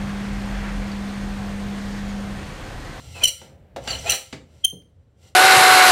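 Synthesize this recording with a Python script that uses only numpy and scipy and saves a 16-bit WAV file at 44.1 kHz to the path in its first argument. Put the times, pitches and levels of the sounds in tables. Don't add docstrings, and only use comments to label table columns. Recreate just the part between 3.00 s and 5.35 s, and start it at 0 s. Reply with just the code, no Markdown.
import sys
import numpy as np
from scipy import signal
from scipy.fft import rfft, irfft
from scipy.io import wavfile

SR = 44100
rng = np.random.default_rng(int(sys.argv[2]) if len(sys.argv) > 2 else 0)


def put_to_file(sound):
    columns = np.atleast_2d(sound).T
    safe = np.clip(columns, -1, 1)
    whole_steps = np.round(safe * 32767)
    wavfile.write(sys.argv[1], SR, whole_steps.astype(np.int16))


N = 103635
T = np.arange(N) / SR


def from_db(db):
    return 10 ** (np.asarray(db) / 20)


def unit_power(x):
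    return x / np.sqrt(np.mean(x ** 2) + 1e-20)


def at_hz(curve, hz):
    points_hz, values = np.transpose(curve)
    return np.interp(np.log(hz + 1e-3), np.log(points_hz), values)


def coloured(x, colour):
    hz = np.arange(N // 2 + 1) * SR / N
    low_cut = np.minimum(hz / colour[0][0], 1) ** 3
    return unit_power(irfft(rfft(x) * from_db(at_hz(colour, hz)) * low_cut, N))


def noise(colour):
    return coloured(rng.standard_normal(N), colour)


def drift(rate_hz):
    pole = np.exp(-2 * np.pi * rate_hz / SR)
    wander = signal.lfilter([1], [1, -2 * pole, pole * pole], rng.standard_normal(2 * N))
    return unit_power(wander[N:])


def slips(per_s, spread_db=2):
    size = from_db(spread_db * np.minimum(rng.exponential(1, N), 4)) * rng.choice([-1, 1], N)
    return unit_power(size * (rng.random(N) < per_s / SR))


def gate(start, length, attack_s, release_s):
    opening = (1 + np.tanh((T - start) / attack_s / 2)) / 2
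    closing = (1 - np.tanh((T - start - length) / release_s / 2)) / 2
    return opening * closing


def blow(start, decay_s, rise_s=.001):
    age = np.maximum(T - start, 0)
    return np.exp(-age / decay_s) * (1 - np.exp(-age / rise_s))


def ring(drive, modes, t60_scale=1):
    out, power = 0, 0
    for hz, db, t60 in modes:
        radius = np.exp(-np.log(1000) / (t60 * t60_scale * SR))
        feedback = [1, -2 * radius * np.cos(2 * np.pi * hz / SR), radius * radius]
        out = out + from_db(db) * signal.lfilter([.5, 0, -.5], feedback, drive + 1e-18)
        power += from_db(db) ** 2 / (2 * (1 - radius * radius))
    return out / np.sqrt(power)


# pitch in Hz, relative level in dB.
TUBE_MODES = [(1332, -9.5), (2098, -13.5), (2410, -6.5), (2620, -3.5), (2835, -6), (2940, -3.5),
              (3015, -11.5), (3170, -7.5), (4003, -6), (4060, -9), (4125, -8.5), (4300, -11.5), (5280, -16),
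              (5708, 0.5), (5838, -1), (5953, -5.5), (7292, 1.5), (7480, -4.5), (8000, -6), (8455, -10.5),
              (8670, -5), (8790, -11), (9150, -10), (9500, -5), (10500, -9.5), (11600, -10.5),
              (12100, -12.5), (13200, -8.5), (14400, -8.5), (14900, -10)]
def tube(drive):
    modes = [(hz, db, .21 * (3007 / hz) ** .2) for hz, db in TUBE_MODES]
    gripped = ring(drive, modes, t60_scale=.12)
    return gripped + from_db(-8) * ring(drive, modes)


# centre in Hz, width in Hz.
TUBE_NOTCHES = [(1150, 2100), (3570, 170), (4850, 110), (6800, 260), (9950, 51), (12750, 880)]
def radiated(x):
    for hz, width_hz in TUBE_NOTCHES:
        x = signal.lfilter(*signal.iirnotch(hz, hz / width_hz, fs=SR), x + 1e-18)
    return x


# time in seconds, relative level in dB.
RUB_LEVELS = [(0, -51), (.13, -50.5), (.22, -47.5), (.3, -54.5), (.39, -52.5), (.45, -52.5), (.55, -79),
              (.76, -85), (.84, -47.5), (1.0, -42), (1.15, -42.5), (1.3, -56.5), (1.44, -78), (1.54, -65.5),
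              (1.62, -63), (1.72, -83), (2.14, -85.5), (2.23, -59.5), (2.29, -57.5), (2.35, -96)]
# frequency in Hz, gain in dB.
RUB_COLOUR = [(530, -33.5), (900, -21.5), (1230, -27), (1360, 3), (1550, -18), (2090, 1.5), (2450, -8),
              (2890, 0.5), (3430, -1.5), (5960, -3.5), (6640, -8.5), (7490, -2), (11400, -16.5),
              (13200, -14), (16000, -24)]
def rubbing():
    level = from_db(np.interp(T, *np.transpose(RUB_LEVELS)) + .86 * drift(36))
    hiss = level * coloured(slips(per_s=12000), RUB_COLOUR)
    return from_db(-2.5) * hiss + from_db(-17) * tube(hiss)


# time in seconds, level in dB.
RUSTLE_LEVELS = [(0, -58.5), (.2, -62), (.36, -70), (.45, -49), (.6, -58.5), (.74, -58), (1.3, -74.5),
                 (1.55, -59), (1.7, -68.5), (2.15, -73), (2.26, -56), (2.35, -70)]
# frequency in Hz, gain in dB.
RUSTLE_COLOUR = [(130, 7.5), (300, -5), (520, -0.5), (800, -7), (1100, -17), (1800, -15.5), (3000, -22.5),
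                 (6000, -38)]
def rustle():
    return from_db(np.interp(T, *np.transpose(RUSTLE_LEVELS))) * noise(RUSTLE_COLOUR)


# time in seconds, relative grind and post drone levels in dB.
FIRST_TURN = [(0.0, -52, -60.5), (0.046, -65, -54), (0.144, -62.5, -60), (0.158, -38.5, -40),
              (0.21, -44, -42.5), (0.23, -23, -26.5)]
SECOND_TURN = [(0.82, -63, -44), (0.866, -48.5, -39), (0.881, -28, -23.5), (0.896, -28, -44),
               (0.909, -24, -26), (0.928, -30.5, -29.5), (1.022, -53, -50.5), (1.046, -44, -31.5),
               (1.063, -31, -35.5), (1.089, -24.5, -20), (1.098, -30.5, -39.5), (1.142, -17.5, -21.5)]
# frequency in Hz, gain in dB.
GRIND_COLOUR = [(530, -46), (900, -13), (1750, -1), (1970, -0.5), (2170, -6.5), (2960, -6.5), (3640, -8),
                (4310, -7.5), (5100, -22.5), (5820, -14.5), (7490, -11), (8550, -27.5), (9770, -13.5),
                (10600, -34.5), (16000, -23.5)]
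# pitch in Hz, relative level in dB, free T60 in seconds.
POST_MODES = [(257, -12, .2), (424, -11.5, 0.12), (524.4, -3, 0.43), (505, 3.5, 0.024), (645, 2, 0.079),
              (691, -0.5, 0.059), (770, -3, 0.043), (806, -15.5, 0.18)]
def grinding():
    grind, drone, grains = 0, 0, slips(per_s=7000)
    for turn, t60_scale in ((FIRST_TURN, .22), (SECOND_TURN, 1)):
        times, grind_db, post_db = np.transpose(turn)
        turning = gate(times[0], times[-1] - times[0], attack_s=.0018, release_s=.006)
        grind = grind + turning * from_db(np.interp(T, times, grind_db))
        post_drive = turning * from_db(np.interp(T, times, post_db)) * grains
        drone = drone + ring(post_drive, POST_MODES, t60_scale)
    crackle = grind * coloured(grains, GRIND_COLOUR)
    return from_db(-10) * crackle + from_db(-13) * tube(crackle) + from_db(-6) * drone


# time in seconds, relative level in dB.
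RUMBLE_LEVELS = [(0.0, -47), (0.084, -43), (0.258, -42), (0.274, -46), (0.362, -71), (0.609, -49),
                 (0.666, -66), (0.786, -45), (0.88, -42.5), (0.908, -37.5), (1.134, -40.5), (1.182, -72),
                 (1.288, -87), (1.344, -51), (1.44, -43)]
# frequency in Hz, gain in dB.
RUMBLE_COLOUR = [(20, -35), (45, -12), (75, -8), (125, 1.5), (180, -11.5), (400, -25.5), (900, -58.5)]
def wall_rumble():
    times, db = np.transpose(RUMBLE_LEVELS)
    shudder_hz = 73.1 * (1 + .17 * drift(8.9))
    shudder = np.sqrt(2) * np.sin(2 * np.pi * np.cumsum(shudder_hz) / SR)
    working = gate(times[0], times[-1] - times[0], attack_s=.0022, release_s=.082)
    level = working * from_db(np.interp(T, times, db))
    return level * (from_db(-3) * noise(RUMBLE_COLOUR) + from_db(-2) * shudder)


# frequency in Hz, gain in dB.
ROOM_TONE_COLOUR = [(15, -72.5), (25, -35.5), (70, -8.5), (80, -2), (102, -9), (161, -18.5), (354, -31.5),
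                    (531, -29.5), (695, -42.5), (1650, -48), (2110, -55), (3820, -54), (5200, -61.5),
                    (16000, -74)]
def room_tone():
    return from_db(-54) * noise(ROOM_TONE_COLOUR)


# frequency in Hz, gain in dB.
SUBHARMONIC_COLOUR = [(1400, -30), (2100, -12), (4250, -1), (5300, -11.5), (7350, -0.5), (8500, -9),
                      (10500, -22)]
def subharmonics(phase, hz, cycles):
    ratios = [k / cycles for k in range(1, 4 * cycles) if k % cycles]
    return sum(from_db(at_hz(SUBHARMONIC_COLOUR, r * hz)) * np.sin(r * phase) for r in ratios)


# frequency in Hz, gain in dB.
CONTACT_COLOUR = [(900, -34), (2500, 3.5), (4200, 11), (8000, 1), (11000, -2), (15000, -6), (16000, -22)]
CONTACTS_PER_S = 3700
# start and length in seconds, first and last pitch in Hz, level in dB,
# second and third harmonic in relative dB, roughness from 0 to 1, cycles before the swing repeats,
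# subharmonic gain in dB.
SQUEAKS = [(0.144, .05, 2690, 2560, -43, -14, -27.5, .7, 1, 12),
           (0.212, .014, 2543, 2455, -30.5, -19.5, -35, .3, 1, 0),
           (0.2358, 0.012, 3110, 3048, -7, -17, -11.5, .3, 3, -25.5),
           (0.2523, 0.0085, 3115, 2903, -9, -0.5, -8, .15, 3, -23),
           (0.277, .021, 2966, 2915, -25.5, -12, -3.5, 0.48, 2, -2.5),
           (0.777, 0.017, 543.6, 566, -29.5, -26, -16, 0.02, 1, 0),
           (0.879, .024, 4640, 4640, -33.5, -30, -35.5, .5, 1, 0),
           (0.88, .014, 2927, 2870, -28.5, -18.5, -22, .5, 1, 0),
           (0.906, 0.009, 4540, 4480, -18.5, -31, -35.5, .55, 1, 0),
           (0.912, .05, 4376, 4250, -32, -31, -35, .8, 1, 0),
           (0.93, 0.006, 2935, 3090, -23, -25, -22.5, 0.4, 1, 0),
           (0.95, .009, 3058, 3005, -25.5, -21, -33.5, .3, 1, 2),
           (0.986, 0.014, 2980, 3110, -47.5, 14.5, -20.5, 0.3, 1, 0),
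           (1.056, .018, 687, 701, -27, -18, -25, 0.4, 1, 0),
           (1.064, 0.02, 2480, 2526, -28.5, -20.5, -20.5, .6, 1, 0),
           (1.0937, 0.0039, 2690, 2745, -11, -21, -26, 0.2, 1, 0),
           (1.097, 0.0045, 3185, 2950, -15, 14.5, 6, .15, 1, 0),
           (1.109, .006, 2920, 2943, -18.5, -8, -17, 0.3, 2, 6),
           (1.123, 0.006, 4205, 3930, -13.5, -19, -28, .3, 1, 0),
           (1.644, .013, 3200, 3192, -8.5, -8, -7, 0.25, 3, -25.5)]
def squeaks():
    tones, rasp = 0, 0
    wobble, flutter = np.tanh(drift(210)), np.tanh(drift(260))
    for start, length, first_hz, last_hz, db, second_db, third_db, rough, cycles, sub_db in SQUEAKS:
        swing = gate(start, length, attack_s=.0016, release_s=.0013)
        level = from_db(db + 3.9 * rough * flutter)
        progress = (T - start) / length
        sag = .03 * np.exp(-((progress - .36) / .26) ** 2)
        glide_hz = np.interp(T, [start, start + length], [first_hz, last_hz])
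        hz = glide_hz * (1 - sag + .045 * rough * wobble)
        phase = 2 * np.pi * np.cumsum(hz * (T > start - length)) / SR
        harmonics_db = [second_db, third_db, third_db - 11.5, third_db - 9]
        partials = sum(from_db(h) * np.sin(k * phase) for k, h in enumerate(harmonics_db, start=2))
        partials = partials + from_db(sub_db) * subharmonics(phase, (first_hz + last_hz) / 2, cycles)
        tones = tones + level * (swing * np.sin(phase) + swing ** 3 * partials)
        rasp = rasp + level * (swing * rough) ** 2
    hiss = from_db(-28) * rasp * noise(CONTACT_COLOUR)
    ringing = from_db(-13) * tube(rasp * slips(CONTACTS_PER_S))
    return tones + radiated(hiss + ringing)


# frequency in Hz, gain in dB.
THUD_COLOUR = [(70, -18), (135, 2), (240, 3), (390, 3), (600, -11), (1200, -47)]
TICK_COLOUR = [(500, -11), (1500, 10), (2600, 10), (4500, 6.5), (8000, -3), (15000, -34)]
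# start and contact decay in seconds, then the relative levels
# of thud, post ring and tick in dB.
KNOCKS = [(0.219, 0.0075, -44, -42.5, -39.5), (0.414, 0.0089, -44, -45, -49), (0.761, 0.013, -40, -34, -36),
          (0.8747, 0.0053, -40, -37.5, -21.5), (1.326, 0.013, -31, -42.5, -31),
          (1.724, 0.013, -33, -61, -85), (1.821, 0.0034, -70, -71.5, -56)]
def knocks(thud_lag_s=.0026):
    thud, post, tick = 0, 0, 0
    for start, decay_s, thud_db, post_db, tick_db in KNOCKS:
        contact = blow(start, decay_s)
        tick = tick + from_db(tick_db) * contact
        post = post + from_db(post_db) * contact
        thud = thud + from_db(thud_db) * blow(start + thud_lag_s, decay_s=.018)
    thuds = thud * noise(THUD_COLOUR)
    ringing = from_db(6) * ring(post * rng.standard_normal(N), POST_MODES)
    return thuds + ringing + tick * noise(TICK_COLOUR)


# start in seconds, length in seconds, relative level in dB.
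CHATTERS = [(0.237, 0.0078, -16), (0.273, 0.015, -24.5), (1.094, 0.0034, -19), (1.103, 0.006, -14),
            (1.119, 0.0032, -16), (1.143, 0.022, -29)]
def chatter():
    force = sum(from_db(db) * gate(start, length, attack_s=.00029, release_s=.003)
                for start, length, db in CHATTERS)
    contacts = slips(CONTACTS_PER_S)
    ringing = from_db(-2) * tube(force * contacts)
    crackle = from_db(-11) * force * coloured(contacts, CONTACT_COLOUR)
    return radiated(ringing + crackle)


# start in seconds, frequency in Hz, relative level in dB.
LURCHES = [(0.271, 48.8, -23), (1.11, 45.55, -25.5)]
def wall_lurches():
    return sum(from_db(db) * blow(start, decay_s=.0027) * np.sin(2 * np.pi * hz * (T - start))
               for start, hz, db in LURCHES)


# frequency in Hz, T60 in seconds.
ROOM_T60 = [(150, .45), (700, .35), (3000, .28), (8000, .3), (15000, .28)]
def bathroom(send, predelay_s=.0073):
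    t, tail = T[:SR * 3 // 4], 0
    edges_hz = np.geomspace(80, 18000, 9)
    for low, high in zip(edges_hz, edges_hz[1:]):
        bandpass = signal.butter(2, [low, high], "band", fs=SR, output="sos")
        band = signal.sosfilt(bandpass, rng.standard_normal(len(t)))
        t60 = at_hz(ROOM_T60, np.sqrt(low * high))
        tail = tail + band * np.exp(-np.log(1000) * t / t60)
    tail = tail * np.clip(t / predelay_s - 1, 0, 1)
    return signal.fftconvolve(send, tail / np.sqrt(np.sum(tail ** 2)))[:N]


def scene():
    squeal = squeaks()
    handling = grinding() + chatter() + rubbing() + rustle() + knocks()
    reverb = bathroom(from_db(-14.5) * squeal + from_db(-8) * handling)
    return (squeal + handling + reverb + wall_rumble() + wall_lurches() + room_tone())[None]


def record(dry):
    cutoff_hz = 15800
    return signal.sosfilt(signal.ellip(12, .3, 80, cutoff_hz, fs=SR, output="sos"), dry)


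dry = scene()
out = record(dry)
put_to_file(out)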